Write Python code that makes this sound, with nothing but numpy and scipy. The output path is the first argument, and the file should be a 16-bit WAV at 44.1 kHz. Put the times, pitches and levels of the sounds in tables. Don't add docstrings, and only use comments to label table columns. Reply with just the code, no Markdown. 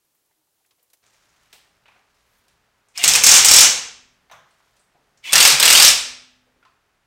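import sys
import numpy as np
from scipy import signal
from scipy.fft import rfft, irfft, next_fast_len
from scipy.io import wavfile
from scipy.ndimage import map_coordinates

SR = 44100
rng = np.random.default_rng(int(sys.argv[2]) if len(sys.argv) > 2 else 0)


def waveform_to_disk(signal):
    frames = np.transpose(np.atleast_2d(signal))
    scaled = np.clip(frames, -1, 1) * 32767
    samples = np.round(scaled).astype(np.int16)
    wavfile.write(sys.argv[1], SR, samples)


def field_ratio(decibels):
    return 10 ** (np.asarray(decibels, dtype=float) / 20)


N = 311346
CHANGE_S = 1.037

# f/Hz, density/dB per Hz
QUIET_SPECTRUM = [(25, -12), (60, -8), (145, -4.5), (230, -10), (320, -2.5), (600, -6), (900, -7),
                  (2000, -11), (5000, -9), (12000, -8.5), (16000, -9.5)]
# t/s, level/dB
HISS_LEVEL = [(0, -72), (.25, -71), (.35, -70.5), (.65, -70), (1.0, -70)]
# f/Hz, level/dB
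BALLAST_TONE = [(12947, -94)]

# f/Hz, density/dB per Hz
TRAFFIC_SPECTRUM = [(15, -21.5), (30, -2), (60, -1), (100, -9.5), (114, -3), (130, -7), (160, -6),
                    (250, -14.5), (500, -38.5)]
# t/s, level/dB
TRAFFIC_LEVEL = [(1.0, -83), (1.3, -77), (1.8, -72), (2.05, -76), (2.55, -71), (2.9, -78.5), (4.4, -72.5),
                 (4.95, -75.5), (6.0, -70), (6.4, -76), (7.06, -78.5)]
# f/Hz, level/dB, unsteadiness/dB
FRIDGE_HUM = (113, -81, 2.5)
# f/Hz, density/dB per Hz
AIR_SPECTRUM = [(120, -29), (200, -2.5), (334, -6.5), (424, 0), (473, -7), (548, -2), (1620, -2.5),
                (15100, -27), (16000, -27.5)]
AIR_DB, AIR_FOLLOWS, CALM_DB = -69, 0.3, -76

# f/Hz, density/dB per Hz
CLOTH_SPECTRUM = [(180, -32.5), (300, -7), (448, -9), (1120, -4), (1220, -3), (3140, -6), (6580, -8),
                  (14000, -22)]
# t/s, level/dB
ARM_MOTION = [(1.0, -63.5), (1.5, -67), (1.8, -73), (2.15, -70), (2.35, -68), (2.55, -74.5), (4.2, -77),
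              (4.65, -69), (4.95, -75.5), (5.2, -74), (7.06, -79)]
# f/Hz, density/dB per Hz
SLEEVE_SPECTRUM = [(2000, -39), (6000, -7), (12500, 1), (16000, -1.5)]
SLEEVE_DB, SLEEVE_FOLLOWS, STILL_DB = -86, 0.5, -76
# t/s, half length/s, level/dB
SLEEVE_PASS = (2.36, .09, -75)

# f/Hz, t60/s
GARAGE_DECAY = [(35, .8), (70, 0.5), (250, 0.69), (500, .6), (2700, 0.59), (5400, 0.51), (8000, 0.44),
                (11000, .36), (13500, 0.3), (16000, .31)]
TAIL = int(0.9 * SR)

# t/s, peak level/dB, centre f/Hz, width/octaves
FINGER_TICKS = [(.047, -62, 11500, .3), (.148, -58, 13500, .5), (.26, -63, 12000, .8), (.295, -69, 870, .2),
                (.31, -65, 2000, 0.1474), (.36, -74, 315, 0.057), (.41, -71, 880, .5), (.47, -68, 900, .5),
                (.6, -66, 850, .54), (.646, -61, 2300, .67), (.66, -58, 9000, 1.1),
                (.708, -53, 3500, 1.262), (.712, -65, 1040, .3), (.78, -69, 495, 0.0565),
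                (.793, -62, 3500, 1.6), (.827, -52, 12760, 0.9), (.9, -54, 5960, 1.9),
                (.932, -43.5, 8950, 2.8), (.933, -76, 400, 0.72), (.97, -62, 7000, 1.2)]
# t/s, peak level/dB, centre f/Hz, width/octaves
SOCKET_FITTING = [(1.063, -51.5, 6500, 0.58), (1.135, -54, 6500, 0.7), (1.29, -57, 6300, .4),
                  (1.455, -55, 2200, .9), (1.527, -35.5, 3400, 1.3), (1.529, -44, 13000, 0.78),
                  (1.535, -44.5, 8210, .25), (1.855, -44.5, 1780, 1.1), (1.862, -52, 3300, .6),
                  (1.88, -45, 2500, 0.26), (1.885, -47.5, 1040, 0.93), (1.92, -52, 1500, 1.5),
                  (1.96, -47, 884, 1.8), (2.481, -50, 4500, 1.7), (2.884, -53, 7500, 0.55),
                  (2.9, -63, 5450, .3)]
# t/s, peak level/dB, centre f/Hz, width/octaves
BURST_JOLTS = [
    (3.05, -36, 156, .3),
    (3.229, -19.5, 10970, .9),
    (5.34, -35.5, 150, 0.39),
    (5.5, -32.5, 152, .35),
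    (5.591, -23.5, 11000, 0.76),
]
# t/s, peak level/dB, centre f/Hz, width/octaves
TOOL_SHIFTING = [(4.2975, -43, 1700, 1.3), (4.3124, -36, 1200, 1.4), (4.32, -42, 3400, 0.34),
                 (4.319, -44, 6100, 0.32), (4.313, -55, 8370, 0.6), (4.3135, -52, 13500, .5),
                 (4.32, -54, 141, 0.48), (4.33, -35.5, 1150, 1.1), (4.507, -58, 8302, 0.28),
                 (4.508, -56.5, 3500, 1), (4.6, -51.5, 1097, 0.78), (4.765, -53.5, 5500, 1.2),
                 (4.794, -52, 8310, .25), (4.946, -54, 600, 1.2), (4.975, -61, 400, 1.1),
                 (4.995, -60, 350, 1.2), (5.173, -50.5, 5960, .6), (6.465, -59, 481, 0.37),
                 (6.56, -57, 300, 0.91), (6.6268, -51, 1800, 1.1), (6.6505, -51, 1200, 0.87),
                 (6.651, -51, 3010, 1.2), (6.665, -62, 2800, 0.9)]
# f/Hz, level/dB
SCRAPE_LEVEL = [(200, -32.5), (1000, -20), (2500, -15.5), (5000, -12), (12000, -12.5)]
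RING_CYCLES = 8.2
# t/s, peak level/dB, f/Hz, t60/s
STRUCK_PARTS = [(4.301, -47, 770, .04), (4.313, -41, 663, .065), (4.313, -42, 1754, 0.042),
                (4.313, -46, 3800, 0.024), (4.313, -44, 6000, 0.023), (4.313, -50, 8300, .02),
                (4.319, -49, 6100, 0.027), (4.324, -41, 1030, 0.082), (4.328, -49, 1570, 0.035),
                (4.341, -43, 1250, .06), (4.372, -46, 1190, .03), (4.95, -61, 140, .07),
                (4.952, -53, 720, 0.044), (4.953, -60, 320, 0.046), (4.965, -55, 778, .035),
                (4.985, -58, 898, 0.036), (4.994, -61, 302, 0.038), (5.005, -61, 740, .04),
                (5.609, -19.5, 900, .05), (6.627, -48, 1400, 0.055), (6.632, -59, 2450, .04),
                (6.651, -49.5, 1300, 0.058), (6.651, -57, 2800, 0.034), (6.651, -62, 4600, 0.031),
                (6.657, -49.5, 1043, 0.066), (6.665, -52, 1102, 0.037), (6.677, -57, 1450, .05),
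                (6.677, -59, 2500, .04), (6.695, -56, 1290, .05)]

# f/Hz, t60/s, levels at each bolt/dB
TYRE_CAVITY = (252, 2.1, [-84.5, -77])
# t/s, peak level/dB, f/Hz
SPOKE_BLOWS = [
    [(3.0144, -12.5, 2790), (3.0383, -6, 3790), (3.0757, -8, 2796), (3.0887, -6, 3520), (3.1351, -7, 3740), (3.1516, -4.5, 2510), (3.2194, -12, 2590), (3.2359, -7, 2640), (3.2643, -2.5, 4580), (3.2902, -5, 3680), (3.3386, -3, 2833), (3.3626, -2, 2390), (3.4469, -5, 2930), (3.4833, -5.5, 4340), (3.5117, -2, 4550), (3.5382, -4, 4570), (3.5651, -3.5, 3410), (3.5826, -2.5, 3550), (3.6045, -1.5, 4270)],
    [(5.3343, -4.5, 2650), (5.3548, -3, 1820), (5.3837, -4, 2720), (5.4076, -3.5, 3010), (5.4341, -3, 3500), (5.4495, -1, 2226), (5.5533, -11.5, 2350), (5.5832, -12, 2460), (5.5982, -7.5, 3600), (5.6271, -1, 3990), (5.6526, -2, 3410), (5.681, -0.5, 2756), (5.702, -1, 2790), (5.7309, -1, 2845), (5.7539, 0, 2816), (5.7748, 0.5, 3750), (5.7983, 1, 4560), (5.8466, -3.5, 2800)],
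]
SPOKE_DB, SPOKE_T60_S, SPOKE_RISE_S = -4.5, 0.038, 0.002

# start t/s, end t/s, start f/Hz, end f/Hz, level/dB
GEAR_MESH = [(2.95, 2.985, 2500, 2460, -46.5), (2.957, 2.99, 2820, 2900, -44),
             (2.953, 2.972, 2080, 2100, -52), (2.985, 3.02, 700, 720, -45), (2.99, 3.02, 2350, 2400, -40),
             (2.99, 3.04, 2860, 2780, -33.5), (2.99, 3.025, 3740, 3630, -40), (3.01, 3.03, 2080, 2090, -37),
             (5.236, 5.265, 2290, 2230, -45), (5.24, 5.265, 2970, 2950, -39),
             (5.245, 5.292, 2660, 2630, -36), (5.252, 5.272, 2030, 2010, -42),
             (5.262, 5.298, 2490, 2450, -36), (5.262, 5.28, 3390, 3410, -39),
             (5.275, 5.3, 2950, 3010, -35.5), (5.268, 5.296, 900, 915, -48.5),
             (5.294, 5.328, 1040, 1290, -43.5), (5.292, 5.306, 2250, 2250, -29.5),
             (5.291, 5.31, 3380, 3400, -29), (5.306, 5.323, 2260, 2220, -36)]
# t/s, level/dB
TRIGGER_PULLS = [
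    [(2.94, -66), (2.962, -42.5), (3.03, -28.5), (3.16, -25.5), (3.22, -36.5), (3.39, -16.5), (3.43, -25.5),
     (3.655, -12.5), (3.7, -39)],
    [(5.226, -66), (5.243, -43), (5.275, -34), (5.32, -32.5), (5.53, -15.5), (5.57, -32), (5.7, -21),
     (5.905, -12.5), (5.945, -37)],
]
# f/Hz, density/dB per Hz
GEAR_SPECTRUM = [(59, -57), (100, -28.5), (648, -22), (910, -15), (1480, -18.5), (2220, -3.5), (3470, -8.5),
                 (4020, -13), (5000, -13), (8460, -16), (9610, -23.5), (16000, -28)]
# f/Hz, width/Hz, level/dB
HOUSING_MODES = [(2260, 47, -2), (2850, 160, -0.5), (3400, 43, 3.5), (4500, 49, -13)]
# f/Hz, density/dB per Hz
STRAIN_SPECTRA = [
    [(59, -60), (100, -32), (1330, -10), (2130, -8.5), (3050, -3), (3940, -14), (6290, 1), (13200, -26), (16000, -24)],
    [(59, -49), (100, -16), (289, -21.5), (1080, -10.5), (1420, -4), (4770, 0), (8460, -1.5), (14400, -25), (16000, -25.5)],
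]
SPEED_DB, FIZZ_GROWS, FIZZ_HZ = -36, 0.15, 3890

# t/s, peak level/dB, dullness/dB, socket f/Hz
FIRST_BLOWS = [(2.9761, -14.5, 3.5, 5274), (3.0316, -10, 4.5, 8550), (3.039, 3, 3, 7908),
               (3.0778, 3.5, -1, 7900), (3.0889, -2.5, -1, 6047), (3.1356, -3.5, -0.5, 5210),
               (3.1519, 2.5, 4, 8076), (3.237, 6.5, -2, 6020), (3.265, 8.5, -0.5, 6430),
               (3.2909, 5, 1, 6370), (3.3148, 6.5, 1, 6280), (3.3392, 7.5, 1, 6325),
               (3.364, 2.5, -3.5, 6285), (3.3745, 1, -1.5, 7250), (3.4473, 4, 0.5, 7493),
               (3.4584, 2, -2.5, 7770), (3.4847, 6, -1, 5150), (3.5127, 8.5, -0.5, 5400),
               (3.5376, 7, -2.5, 5600), (3.562, 6, -3.5, 7990), (3.5847, 6.5, -1.5, 5470),
               (3.6073, 7, -4, 7000), (3.6319, 1, 1.5, 6260)]
# t/s, peak level/dB, dullness/dB, socket f/Hz
SECOND_BLOWS = [(5.3234, -11.5, 3, 8600), (5.3306, 3, 5, 8550), (5.3551, 4.5, 2.5, 5700),
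                (5.3794, 1.5, 4, 7800), (5.4029, 5.5, 1, 8380), (5.427, 2.5, -5, 6700),
                (5.4507, 6, 3, 5170), (5.476, 1.5, -1, 8560), (5.502, -2.5, 5.5, 4640),
                (5.5215, -12.5, -1.5, 4520), (5.599, 1, 5.5, 8370), (5.6271, 4.5, 4.5, 8470),
                (5.6537, 3.5, 0, 8030), (5.678, 4, 1, 2850), (5.7022, 4, 4, 8220), (5.7273, 5, -2, 8260),
                (5.7513, 5, -1, 3007), (5.7747, 3.5, 2, 4860), (5.799, 3.5, 1.5, 4700),
                (5.823, 7, -3.5, 5350), (5.8476, 6, -7, 6020), (5.8791, 0, -13.5, 5508)]
# f/Hz, density/dB per Hz
BLOW_SPECTRA = [
    [(18, -39.5), (36, -21), (70, -26), (319, -24), (540, -14), (600, -21), (721, -13), (1190, -11.5), (2290, -7), (4300, -5.5), (6210, -1.5), (8300, -3.5), (9710, -13), (13700, -17.5), (16000, -21.5)],
    [(18, -38.5), (36, -19), (70, -26), (194, -28.5), (239, -16.5), (345, -21.5), (486, -13), (1720, -5), (2750, -1.5), (5450, 0.5), (6900, -3), (8520, -2), (9970, -11), (14000, -11.5), (16000, -21.5)],
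]
# f/Hz, width/Hz, level/dB
RIM_MODES = [
    [(2440, 34, -1.5), (3166, 120, -4.5), (3500, 63, -3), (4160, 62, -4.5), (5200, 100, -14.5), (5470, 210, 5), (6560, 260, -1.5), (7300, 67, -8.5), (7990, 110, -4)],
    [(2790, 73, 3.5), (3530, 110, 3.5), (4310, 21, -11.5), (4930, 42, -6.5), (5350, 92, 0), (6700, 110, -3), (7800, 32, -6.5), (9260, 110, -4)],
]
PANELS_HZ = np.geomspace(60, 16000, num=150)
REBOUND_DB, REBOUND_SHRINKS, REBOUND_SCATTER_DB = -5.5, 0.24, 1
SOCKET_DB, SOCKET_DULLS = -3.5, 0.27

TOP_HZ, FULL_SCALE = 16050, 0.97


def unit(x):
    return x / np.sqrt(np.mean(x ** 2) + 1e-20)


def along(points, hz):
    f, v = np.transpose(points)
    return np.interp(np.log(hz + 1), np.log(f + 1), v)


def curve(rows):
    rows = np.array(rows)
    return np.interp(np.arange(N) / SR, rows[:, 0], rows[:, 1], left=-150)


def wobble(rate):
    knots = rng.standard_normal(int(N * rate / SR) + 4)
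    return map_coordinates(knots, [np.arange(N) * rate / SR])


def coloured(x, db_of_hz):
    m = next_fast_len(x.shape[-1] + 4096)
    log_gain = np.log(field_ratio(db_of_hz(np.fft.rfftfreq(m, 1 / SR))) + 1e-6)
    cepstrum = irfft(log_gain, m)
    cepstrum[1:m // 2] *= 2
    cepstrum[m // 2 + 1:] = 0
    gain = np.exp(rfft(cepstrum))
    gain = gain / np.sqrt(np.mean(abs(gain) ** 2))
    return irfft(rfft(x, m) * gain, m)[..., :x.shape[-1]]


def bumps(modes, hz, lift_db):
    return sum(max(lift_db + db, 0) / (1 + (2 * (hz - c) / w) ** 2) for c, w, db in modes)


def echo(build_s):
    hz, t, z = signal.stft(rng.standard_normal(TAIL), SR, nperseg=256)
    decay = field_ratio(-60 * t / along(GARAGE_DECAY, hz)[:, None])
    tail = signal.istft(z * decay, SR, nperseg=256)[1][:TAIL]
    tail = tail * (1 - np.exp(-np.arange(len(tail)) / SR / build_s))
    return tail / np.linalg.norm(tail)


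def add(track, s, sound):
    part = track[round(s * SR):][:len(sound)]
    part += sound[:len(part)]


def noise(spectrum, grain):
    return unit(coloured(grain * rng.standard_normal(N), lambda hz: along(spectrum, hz)))


def background():
    t = np.arange(N) / SR
    before = np.clip((CHANGE_S - t) / 0.021, 0, 1)
    hiss = field_ratio(curve(HISS_LEVEL) + 0.58 * wobble(5.1)) * noise(QUIET_SPECTRUM, 1)
    lamps = sum(field_ratio(db + 4.9 * wobble(4)) * np.sin(2 * np.pi * hz * t) for hz, db in BALLAST_TONE)

    traffic_db, rustle_db = curve(TRAFFIC_LEVEL), curve(ARM_MOTION)
    rumble = field_ratio(traffic_db + 1.4 * wobble(1.5)) * noise(TRAFFIC_SPECTRUM, 1)
    hum_hz, hum_db, unsteady_db = FRIDGE_HUM
    hum = field_ratio(hum_db + unsteady_db * wobble(5.0)) * np.sin(2 * np.pi * hum_hz * t + 0.8 * wobble(9))
    air_db = AIR_DB + AIR_FOLLOWS * (traffic_db - CALM_DB)
    air = field_ratio(air_db + 0.8 * wobble(2)) * noise(AIR_SPECTRUM, 1)

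    crackle = field_ratio(0.9 * wobble(30) + 1.9 * wobble(300))
    rustle = field_ratio(rustle_db) * noise(CLOTH_SPECTRUM, crackle)
    pass_s, half_s, pass_db = SLEEVE_PASS
    brush = field_ratio(pass_db - 9 * ((t - pass_s) / half_s) ** 2)
    sleeve_level = field_ratio(SLEEVE_DB + SLEEVE_FOLLOWS * (rustle_db - STILL_DB)) + brush
    sleeve = sleeve_level * noise(SLEEVE_SPECTRUM, field_ratio(1.5 * wobble(60)))
    return before * (hiss + lamps) + (1 - before) * (rumble + hum + air + rustle + sleeve)


def touches(events, wet_db, contact_s):
    out, t = np.zeros(N), np.arange(12000) / SR
    scrape_tilt = [(100, -10), (700, 9.5), (5000, -4.5), (16000, -20.0)]
    for s, db, centre_hz, octaves in events:
        broad_db = along(SCRAPE_LEVEL, centre_hz)
        t60 = contact_s + RING_CYCLES / (centre_hz * octaves)

        def colour(hz):
            hump = field_ratio(-12 * (np.log2((hz + 1) / centre_hz) / octaves) ** 2)
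            return 20 * np.log10(hump + field_ratio(broad_db + along(scrape_tilt, hz)))

        shape = field_ratio(-60 * t / t60) * (1 - np.exp(-t / 0.0012))
        burst = unit(coloured(shape * rng.standard_normal(len(t)), colour))
        burst = burst * np.sqrt(np.mean(shape ** 2))
        tail = coloured(echo(build_s=0.006), colour)
        tail = tail * np.linalg.norm(burst) / np.linalg.norm(tail)
        add(out, s, field_ratio(db - 3.5) * burst)
        add(out, s, field_ratio(db - 5.0 + wet_db) * tail)
    return out


def rings():
    out, t = np.zeros(N), np.arange(SR // 4) / SR
    for s, db, hz, t60 in STRUCK_PARTS:
        mode = field_ratio(db - 60 * t / t60) * np.sin(2 * np.pi * hz * t) * (1 - np.exp(-t / 0.0006))
        add(out, s, mode)
        add(out, s, field_ratio(-8) * signal.fftconvolve(mode, echo(build_s=0.006)))
    return out


def tyre():
    hz, t60, levels_db = TYRE_CAVITY
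    swell, t = np.zeros(N), np.arange(SR) / SR
    for blows, db in zip((FIRST_BLOWS, SECOND_BLOWS), levels_db):
        for s, blow_db, *_ in blows:
            add(swell, s, field_ratio(db + blow_db - 60 * t / t60))
    tone = np.sin(2 * np.pi * hz * np.arange(N) / SR + 0.5 * wobble(12))
    return swell * field_ratio(1.5 * wobble(6.4)) * tone


def spokes():
    out, t = np.zeros(N), np.arange(SR // 8) / SR
    rise = 1 - np.exp(-t / SPOKE_RISE_S)
    for s, db, hz in SPOKE_BLOWS[0] + SPOKE_BLOWS[1]:
        decay = field_ratio(db + SPOKE_DB - 60 * t / SPOKE_T60_S)
        add(out, s, decay * np.sin(2 * np.pi * hz * t) * rise)
    return out + field_ratio(-8) * signal.fftconvolve(out, echo(build_s=0.005))[:N]


def whine():
    out = np.zeros(N)
    for start, end, from_hz, to_hz, db in GEAR_MESH:
        u = np.linspace(0, 1, round((end - start) * SR))
        phase = 2 * np.pi * (np.cumsum(from_hz + (to_hz - from_hz) * u) / SR + rng.random())
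        swell = np.sin(np.pi * u ** 0.69) ** 0.73
        add(out, start, field_ratio(db + 1.5) * np.sin(phase) * swell)
    out = out * field_ratio(1.8 * wobble(150))
    return out + field_ratio(-13) * signal.fftconvolve(out, echo(build_s=0.008))[:N]


def motor():
    teeth = rng.standard_normal(N) * field_ratio(0.56 * wobble(450) + 0.73 * wobble(90))
    gearbox = lambda hz: along(GEAR_SPECTRUM, hz) + bumps(HOUSING_MODES, hz, lift_db=2.0)
    whirr = unit(coloured(teeth, gearbox))
    fizz = signal.sosfilt(signal.butter(4, FIZZ_HZ, 'high', fs=SR, output='sos'), whirr)
    body = signal.sosfilt(signal.butter(4, FIZZ_HZ, 'low', fs=SR, output='sos'), whirr)
    out, t = np.zeros(N), np.arange(N) / SR
    for pull, strain in zip(TRIGGER_PULLS, STRAIN_SPECTRA):
        buzz = unit(coloured(teeth[::-1], lambda hz: along(strain, hz)))
        level_db = np.where(t < pull[-1][0], curve(pull), -150)
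        load = np.clip((level_db + 27.5) / 9, 0, 1)
        gears = body + field_ratio(FIZZ_GROWS * np.minimum(level_db - SPEED_DB, 0)) * fizz
        direct = field_ratio(level_db) * (np.sqrt(1 - load) * gears + np.sqrt(load) * buzz)
        out += direct + field_ratio(-7.0) * signal.fftconvolve(direct, echo(build_s=0.006))[:N]
    return out


def impact_shape(t, db):
    rebound_db = REBOUND_DB - REBOUND_SHRINKS * db + REBOUND_SCATTER_DB * rng.standard_normal()
    seat_s = 0.0065 * (1 + 0.1 * rng.standard_normal())
    late = np.clip(t - seat_s, 0, None)
    crack = field_ratio(2.5 - 60 * t / 0.008)
    rattle = field_ratio(-7 - 60 * t / 0.16) / (1 + np.exp((t - seat_s - 0.003) / 0.0012))
    rebound = (late > 0) * field_ratio(min(rebound_db, 1) - 60 * late / 0.013)
    return crack + rattle + rebound


def rim_ring(t, rim):
    ring = np.zeros(len(t))
    for hz, _, level_db in rim:
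        decay = field_ratio(level_db + rng.normal(0, 5) - 60 * t / 0.026)
        ring += decay * np.sin(2 * np.pi * hz * (1 + 0.029 * rng.standard_normal()) * t)
    return ring


def hammer(blows, clang, rim):
    out, t = np.zeros(N), np.arange(2600) / SR
    thinning = [(200, -6.0), (2000, -5.5), (4200, -4.5), (8000, -1.5), (13000, 1.0)]
    lean = [(100, 3.4), (1000, 0.44), (2500, -0.5), (8000, 0.45), (13000, 1.1)]
    for s, db, dull_db, socket_hz in blows:
        socket_db = SOCKET_DB - SOCKET_DULLS * dull_db
        tilt = lambda hz: along(clang, hz) + along([(1500, dull_db), (6000, 0.001)], hz)
        thin = lambda hz: tilt(hz) + along(thinning, hz)
        socket = lambda hz: -20 * np.log10(1 + ((hz - socket_hz) / 450) ** 2)

        shape = impact_shape(t, db)
        knocks = shape * rng.standard_normal((2, len(t)))
        knocks *= np.linalg.norm(shape[:88]) / np.linalg.norm(knocks[:, :88], axis=1, keepdims=True)
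        ping = field_ratio(2.5 - 60 * t / 0.012) * np.sin(2 * np.pi * socket_hz * t)
        blow = coloured(knocks[0], thin) + field_ratio(socket_db) * coloured(knocks[1], socket)
        blow = blow + field_ratio(-14) * rim_ring(t, rim) + ping
        blow = blow * (1 - np.exp(-t / 0.00032))

        uneven = np.transpose([PANELS_HZ, 2.2 * rng.standard_normal(len(PANELS_HZ))])

        def hall(hz):
            smooth = tilt(hz) + along(uneven, hz) + along(lean, hz)
            socket_hump = bumps([(socket_hz, 900, socket_db)], hz, lift_db=6.0)
            return smooth + bumps(rim, hz, lift_db=-0.85) + socket_hump

        add(out, s, field_ratio(db - 9.0) * blow)
        add(out, s, field_ratio(db + 14.5) * coloured(echo(build_s=0.0045), hall))
    return out


def scene():
    hands = touches(FINGER_TICKS, wet_db=-14, contact_s=0.056)
    hands = hands + touches(SOCKET_FITTING + BURST_JOLTS + TOOL_SHIFTING, wet_db=2.5, contact_s=0.039)
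    wheel = rings() + tyre() + spokes()
    blows = hammer(FIRST_BLOWS, BLOW_SPECTRA[0], RIM_MODES[0])
    blows = blows + hammer(SECOND_BLOWS, BLOW_SPECTRA[1], RIM_MODES[1])
    return (background() + hands + wheel + whine() + motor() + blows)[None]


def low_pass(x):
    return signal.sosfilt(signal.butter(12, 16250, fs=SR, output="sos"), x)


def record(dry):
    clipped = dry / (1 + abs(dry / FULL_SCALE) ** 24) ** (1 / 24)
    edge = np.clip((TOP_HZ - np.fft.rfftfreq(N, 1 / SR)) / 300, 0, 1)
    limited = irfft(rfft(clipped) * np.sin(np.pi / 2 * edge) ** 2, N)
    return low_pass(limited)


dry = scene()
out = record(dry)
waveform_to_disk(out)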